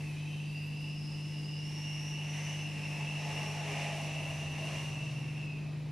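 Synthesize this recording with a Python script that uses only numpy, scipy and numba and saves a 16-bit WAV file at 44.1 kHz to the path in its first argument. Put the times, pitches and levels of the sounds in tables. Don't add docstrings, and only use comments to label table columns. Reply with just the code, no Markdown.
import sys
import numpy as np
from scipy import signal
from scipy.fft import rfft, irfft
from scipy.io import wavfile
from scipy.ndimage import uniform_filter1d
from numba import njit

SR = 44100
rng = np.random.default_rng(int(sys.argv[2]) if len(sys.argv) > 2 else 0)


def gain_from_db(level_db):
    decades = np.asarray(level_db, float) / 20
    return 10 ** decades


def transcribe(signal):
    frames = np.atleast_2d(signal).T
    limited = np.clip(frames, -1, 1)
    pcm = np.round(limited * 32767).astype(np.int16)
    wavfile.write(sys.argv[1], SR, pcm)


N = 260785


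def along(table):
    s, *columns = np.transpose(table)
    return [np.interp(np.arange(N) / SR, s, c) for c in columns]


def ramp(from_s, over_s):
    return np.clip((np.arange(N) / SR - from_s) / over_s, 0, 1)


def car_near():
    return ramp(2.21, 1.3)


def braking():
    return ramp(4.88, 0.9)


def unit(x):
    return x / np.sqrt(np.mean(x ** 2))


def walk(rate):
    hold = int(SR / rate)
    steps = np.repeat(rng.standard_normal(N // 50), hold)[:N]
    return unit(uniform_filter1d(uniform_filter1d(steps, hold), hold))


def shape(points, hz):
    f, db = np.transpose(points)
    return gain_from_db(np.interp(np.log(hz + 1), np.log(f), db))


def colour(x, points):
    return irfft(rfft(x) * shape(points, np.fft.rfftfreq(N, 1 / SR)), N)


def pair(mid, side):
    return np.array([mid + side, mid - side])


# (frequency [Hz], side over mid [dB])
AIR_SIDE = [(30, -8), (80, -9), (300, -7), (700, -13), (1300, -12), (2400, -17), (4400, -10), (8100, -1.5),
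            (15000, -.5)]


def diffuse(points, zone_hz=(0, SR)):
    hz = np.fft.rfftfreq(N, 1 / SR)
    gain = shape(points, hz) * (hz >= points[0][0]) * (hz <= points[-1][0])
    mid, side = rfft(rng.standard_normal((2, N))) * gain
    zone = irfft(mid * (hz > zone_hz[0]) * (hz < zone_hz[1]), N)
    return pair(irfft(mid, N), irfft(side * shape(AIR_SIDE, hz), N)) / np.std(zone)


@njit
def resonate(x, hz, width):
    y, band, low = np.empty(len(x)), 0., 0.
    for i in range(len(x)):
        g = np.tan(np.pi * hz[i] / SR)
        damping = width[i] / hz[i]
        v = (band + g * (x[i] - low)) / (1 + g * (g + damping))
        band = 2 * v - band
        low = low + 2 * g * v
        y[i] = damping * v / width[i] ** .25
    return y


def whistle(hz, width_hz, side_db):
    hz = hz + np.zeros(N)
    width = np.maximum(width_hz, 1) + np.zeros(N)
    noises = rng.standard_normal((2, N))
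    mid, side = (unit(resonate(resonate(n, hz, width), hz, width)) for n in noises)
    return pair(mid, gain_from_db(side_db) * side)


def tone(hz, side_db=-28):
    phase = 2 * np.pi * (np.cumsum(hz + np.zeros(N)) / SR + rng.random())
    return np.sqrt(2) * pair(np.sin(phase), gain_from_db(side_db) * np.cos(phase))


# (multiple of mains [1], level [dB], waver [dB])
HUM = [
    (2, -56.3, .7),
    (3, -39.3, .3),
    (4, -59, 1.2),
    (6, -63, 2.0),
]
# (frequency [Hz], width [Hz], level [dB], side over mid [dB])
BALLAST = (10000, 380, -80, 0)
# (frequency [Hz], density [dB per Hz])
ROOM = [(15, -11), (38, -5.5), (60, -7.5), (125, -1.5), (190, -1.5), (300, -4.5), (500, -13.5),
        (1000, -21.5), (1400, -26), (2400, -27.5), (4000, -24), (7000, -36.5), (11000, -50), (15600, -47)]


def building():
    mains_hz = 49.95
    hum = sum(tone(k * mains_hz) * gain_from_db(db + waver_db * walk(3.51)) for k, db, waver_db in HUM)
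    hz, width_hz, db, side_db = BALLAST
    buzz = whistle(hz, width_hz, side_db) * gain_from_db(db)
    ventilation = diffuse(ROOM) * gain_from_db(-51.5 + .5 * walk(3.06))
    return hum + buzz + ventilation


# (time [s], main tone [Hz], level [dB])
DRIVE = [(0, 144, -75), (2.6, 143.5, -68), (3.0, 142, -53), (3.6, 139.5, -57), (3.9, 137, -68),
         (4.2, 132.5, -56), (4.8, 130, -52), (5.0, 129.2, -46), (5.15, 129, -42.5), (5.35, 128.8, -47),
         (5.55, 126.5, -58), (5.75, 124, -52), (5.92, 123, -55)]
# (multiple of main tone [1], panel [Hz], panel width [Hz], level [dB], blur [Hz])
ORDERS_IN_PANELS = [
    (0.662, 86.4, 2.7, -55, 1.2),
    (1.98, 254.8, 10, -56, 3.3),
    (2.999, 415, 8.4, -55, 8.6),
    (4.95, 676, 51, -50, 74),
    (6.05, 840.6, 53, -49.5, 38),
]


def drive():
    hz, main_db = along(DRIVE)
    load_db = -14 * (1 - car_near()) - 32 * braking()
    out = tone(hz * (1 + 0.00216 * walk(3.73))) * gain_from_db(main_db)
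    for multiple, panel_hz, width_hz, db, blur_hz in ORDERS_IN_PANELS:
        order_hz = multiple * hz
        response = 1 / (1 + (2 * (order_hz - panel_hz) / width_hz) ** 2)
        out = out + whistle(order_hz, blur_hz, -19.0) * response * gain_from_db(db + load_db)
    return out


# (start [s], end [s], pitch
# [Hz], blur [Hz], level [dB])
SQUEALS = [(.48, .9, 11770, 40, -76), (1.8, 2.17, 11762, 30, -73), (0, .15, 2100, 500, -64),
           (2.35, 3.05, 184, 3, -55), (1.2, 2.9, 868, 12, -68), (.05, .6, 3850, 350, -67),
           (.08, .55, 3000, 300, -57), (.15, .5, 6050, 300, -69), (2.28, 2.68, 6090, 240, -57),
           (2.35, 2.67, 6110, 70, -58), (1.35, 1.65, 4950, 200, -59), (3.1, 3.35, 6050, 200, -64),
           (1.0, 1.4, 5170, 60, -62), (1.75, 2.0, 5525, 50, -61), (3.8, 5.1, 5900, 300, -63),
           (4.4, 4.85, 655, 40, -57), (3.6, 3.9, 3550, 120, -63), (3.6, 3.9, 2350, 200, -56),
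           (2.3, 2.6, 2030, 200, -58)]


def squeals():
    out = 0
    f, side_db = np.transpose(AIR_SIDE)
    for start, end, hz, blur_hz, db in SQUEALS:
        swell = np.sqrt(np.abs(np.sin(np.pi * ramp(start, end - start))))
        out = out + whistle(hz, blur_hz, np.interp(hz, f, side_db)) * swell * gain_from_db(db)
    return out


# (frequency [Hz], density [dB per Hz])
AIR_COLOURS = [
    [(200, -6.5), (400, -1.5), (650, 1.5), (900, -0.5), (1100, -2), (1400, -10), (1800, -19)],
    [(1200, -46), (1450, -13), (1900, -2.5), (2500, 1), (3000, -5), (3400, -15.5)],
    [(2600, -6), (3200, -1.5), (3800, -1), (4700, -4.5), (5600, 1), (6300, -4), (7000, -7), (8500, -12),
     (9500, -27)],
    [(6000, -27), (8000, 0), (9200, -1), (10000, 2), (11400, -2.5), (12000, -10.5), (13000, -11),
     (15600, -17)],
]
# (from [Hz], to [Hz])
AIR_ZONES_HZ = [
    (450, 1250),
    (1650, 2300),
    (3300, 4500),
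    (9000, 11500),
]
# (level [dB], slope [dB per dB of draught], gain near [dB], change in braking [dB])
AIR_PARTS = [
    (-57, 1.02, 4.5, 1),
    (-55, 1.06, 0.86, 1.5),
    (-62.5, 0.7, 3, -7),
    (-67, .5, 1.2, -9),
]
# (time [s], strength [dB])
DRAUGHT = [(0, -7.5), (.2, -8.5), (.9, -10), (1.4, -8.5), (1.9, -4), (2.2, -2.5), (2.45, 1.5), (2.75, -2.5),
           (3.1, 0), (3.3, 2.5), (3.6, 2), (3.82, 5), (4.1, -0.1), (4.35, -2), (4.75, 1), (5.1, -6),
           (5.45, -9), (5.92, -13.5)]


def shaft_air():
    gust_db = .6 * walk(9)
    draught_db, = along(DRAUGHT)
    near, brake = car_near(), braking()
    out = 0
    for (db, slope, near_db, brake_db), points, zone in zip(AIR_PARTS, AIR_COLOURS, AIR_ZONES_HZ):
        level_db = db + slope * draught_db + near_db * near + brake_db * brake
        flicker_db = gust_db + 0.5 * walk(15)
        out = out + diffuse(points, zone) * gain_from_db(level_db + flicker_db)
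    return out


# (time [s], pitch [Hz], level [dB])
WIDE_GAP = [(0, 2650, -54.5), (.15, 2480, -50), (.35, 2625, -52.5), (.85, 2780, -49.5), (1.05, 2730, -53),
            (1.5, 2826, -52), (1.85, 2790, -49), (2.55, 2815, -48), (2.8, 2680, -45), (3.2, 2768, -46),
            (3.5, 2810, -47.5), (4.3, 2740, -46), (4.75, 2750, -46.5), (5.2, 2730, -52), (5.4, 2670, -46),
            (5.57, 2600, -51), (5.63, 2540, -56), (5.92, 2470, -67)]
# (frequency [Hz], gain [dB])
SLOT = [(2200, -3), (2480, -4), (2620, 0), (2930, 0), (3000, -7), (3400, -8)]
# (time [s], pitch [Hz], level [dB])
THIN_GAP = [(0, 4580, -69), (.3, 4700, -71), (.6, 4800, -60.5), (1.0, 5140, -57.5), (1.35, 5180, -58.5),
            (1.5, 5140, -56), (1.85, 5550, -51), (2.4, 5690, -56), (2.7, 5300, -60), (3.15, 5400, -60.5),
            (3.45, 5580, -52.5), (3.8, 5800, -64), (4.35, 5430, -73), (4.65, 5700, -68), (4.82, 5860, -68),
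            (5.25, 5520, -65), (5.55, 4920, -72), (5.92, 4750, -85)]


def door_gaps():
    wide_hz, wide_db = along(WIDE_GAP)
    thin_hz, thin_db = along(THIN_GAP)
    wide = 0
    for split_hz in (-65, 65):
        strand_hz = wide_hz + split_hz + 15 * walk(4.12)
        strand = whistle(strand_hz, width_hz=140, side_db=-18)
        wide = wide + strand * gain_from_db(0.47 * walk(3.25) - 2.5)
    wide = colour(wide, SLOT)
    thin = whistle(thin_hz * (1 + 0.0068 * walk(12)), width_hz=450, side_db=-8)
    return wide * gain_from_db(wide_db + 1.26 * walk(13)) + thin * gain_from_db(thin_db + 1.1 * walk(13))


def lobby(x):
    t60_s, tail_db = .3, -15
    t = np.arange(SR // 2) / SR
    tail = rng.standard_normal(len(t)) * gain_from_db(-60 * t / t60_s)
    tail *= gain_from_db(tail_db) / np.sqrt(np.sum(tail ** 2))
    tail[0] = 1
    tail /= np.sqrt(np.sum(tail ** 2))
    lead_in = np.concatenate([x[:, len(t):0:-1], x], axis=1)
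    return signal.fftconvolve(lead_in, tail[None])[:, len(t):len(t) + N]


# (frequency [Hz], left over right [dB])
LEFT_LEAD = [(60, .2), (150, .5), (1300, .4), (2400, 0), (4400, -.7), (6500, -.3), (8100, 1.3),
             (15000, 1.2)]


def scene():
    left, right = lobby(door_gaps() + shaft_air() + squeals()) + drive() + building()
    half = np.array(LEFT_LEAD) * [1, .5]
    return np.array([colour(left, half), colour(right, half * [1, -1])])


# (from [Hz], to [Hz])
STARVED_HZ = (12000, 12720)
# (start [s], end [s], above [Hz])
TOP_DROPS = [
    (.07, .79, 15050),
    (1.87, 1.96, 15000),
    (1.94, 2.0, 12700),
    (1.99, 2.04, 12000),
    (5.05, 5.2, 15200),
    (5.38, 5.45, 15050),
    (5.58, 5.63, 15200),
    (5.7, 5.91, 15000),
]
# (frequency [Hz], in mid [1], in side [1])
PATCHY = [(1200, 0, .05), (2000, 0, .08), (3000, 0, .2), (4500, 0, .1), (5500, 0, .03), (11000, 0, .04),
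          (12720, .02, .15), (14800, .05, .15), (15200, .3, .7), (15700, .5, .9)]


def low_pass(x):
    return signal.sosfilt(signal.butter(12, 15730, fs=SR, output="sos"), x)


def record(dry):
    hz, t, spec = signal.stft(pair(*dry) / np.sqrt(2), SR, nperseg=1024)
    rows = hz[:, None]
    hiss = np.sum(np.abs(spec[:, (hz > 10500) & (hz < 11900)]) ** 2, axis=(0, 1))
    ragged = uniform_filter1d(rng.standard_normal((2, len(hiss))), size=4)
    starved = signal.lfilter([.06], [1, -.94], hiss) > gain_from_db(2 * -71.8 + 5 * ragged[0])
    low_edge = STARVED_HZ[0] + 60 + 450 * ragged[1]
    keep = ~(starved & (rows > low_edge) & (rows < STARVED_HZ[1]))
    for start, end, above_hz in TOP_DROPS:
        keep &= ~((rows > above_hz) & (t > start) & (t < end))
    cells = np.kron(rng.random((2, 65, len(t) // 3 + 1)), np.ones((1, 8, 3)))[:, :len(hz), :len(t)]
    f, *shares = np.transpose(PATCHY)
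    empty_share = np.array([np.interp(hz, f, share, left=0) for share in shares])
    keep = keep & (cells > empty_share[:, :, None])
    wet = signal.istft(spec * keep, SR, nperseg=1024)[1][:, :N]
    return low_pass(pair(*wet) / np.sqrt(2))


dry = scene()
out = record(dry)
transcribe(out)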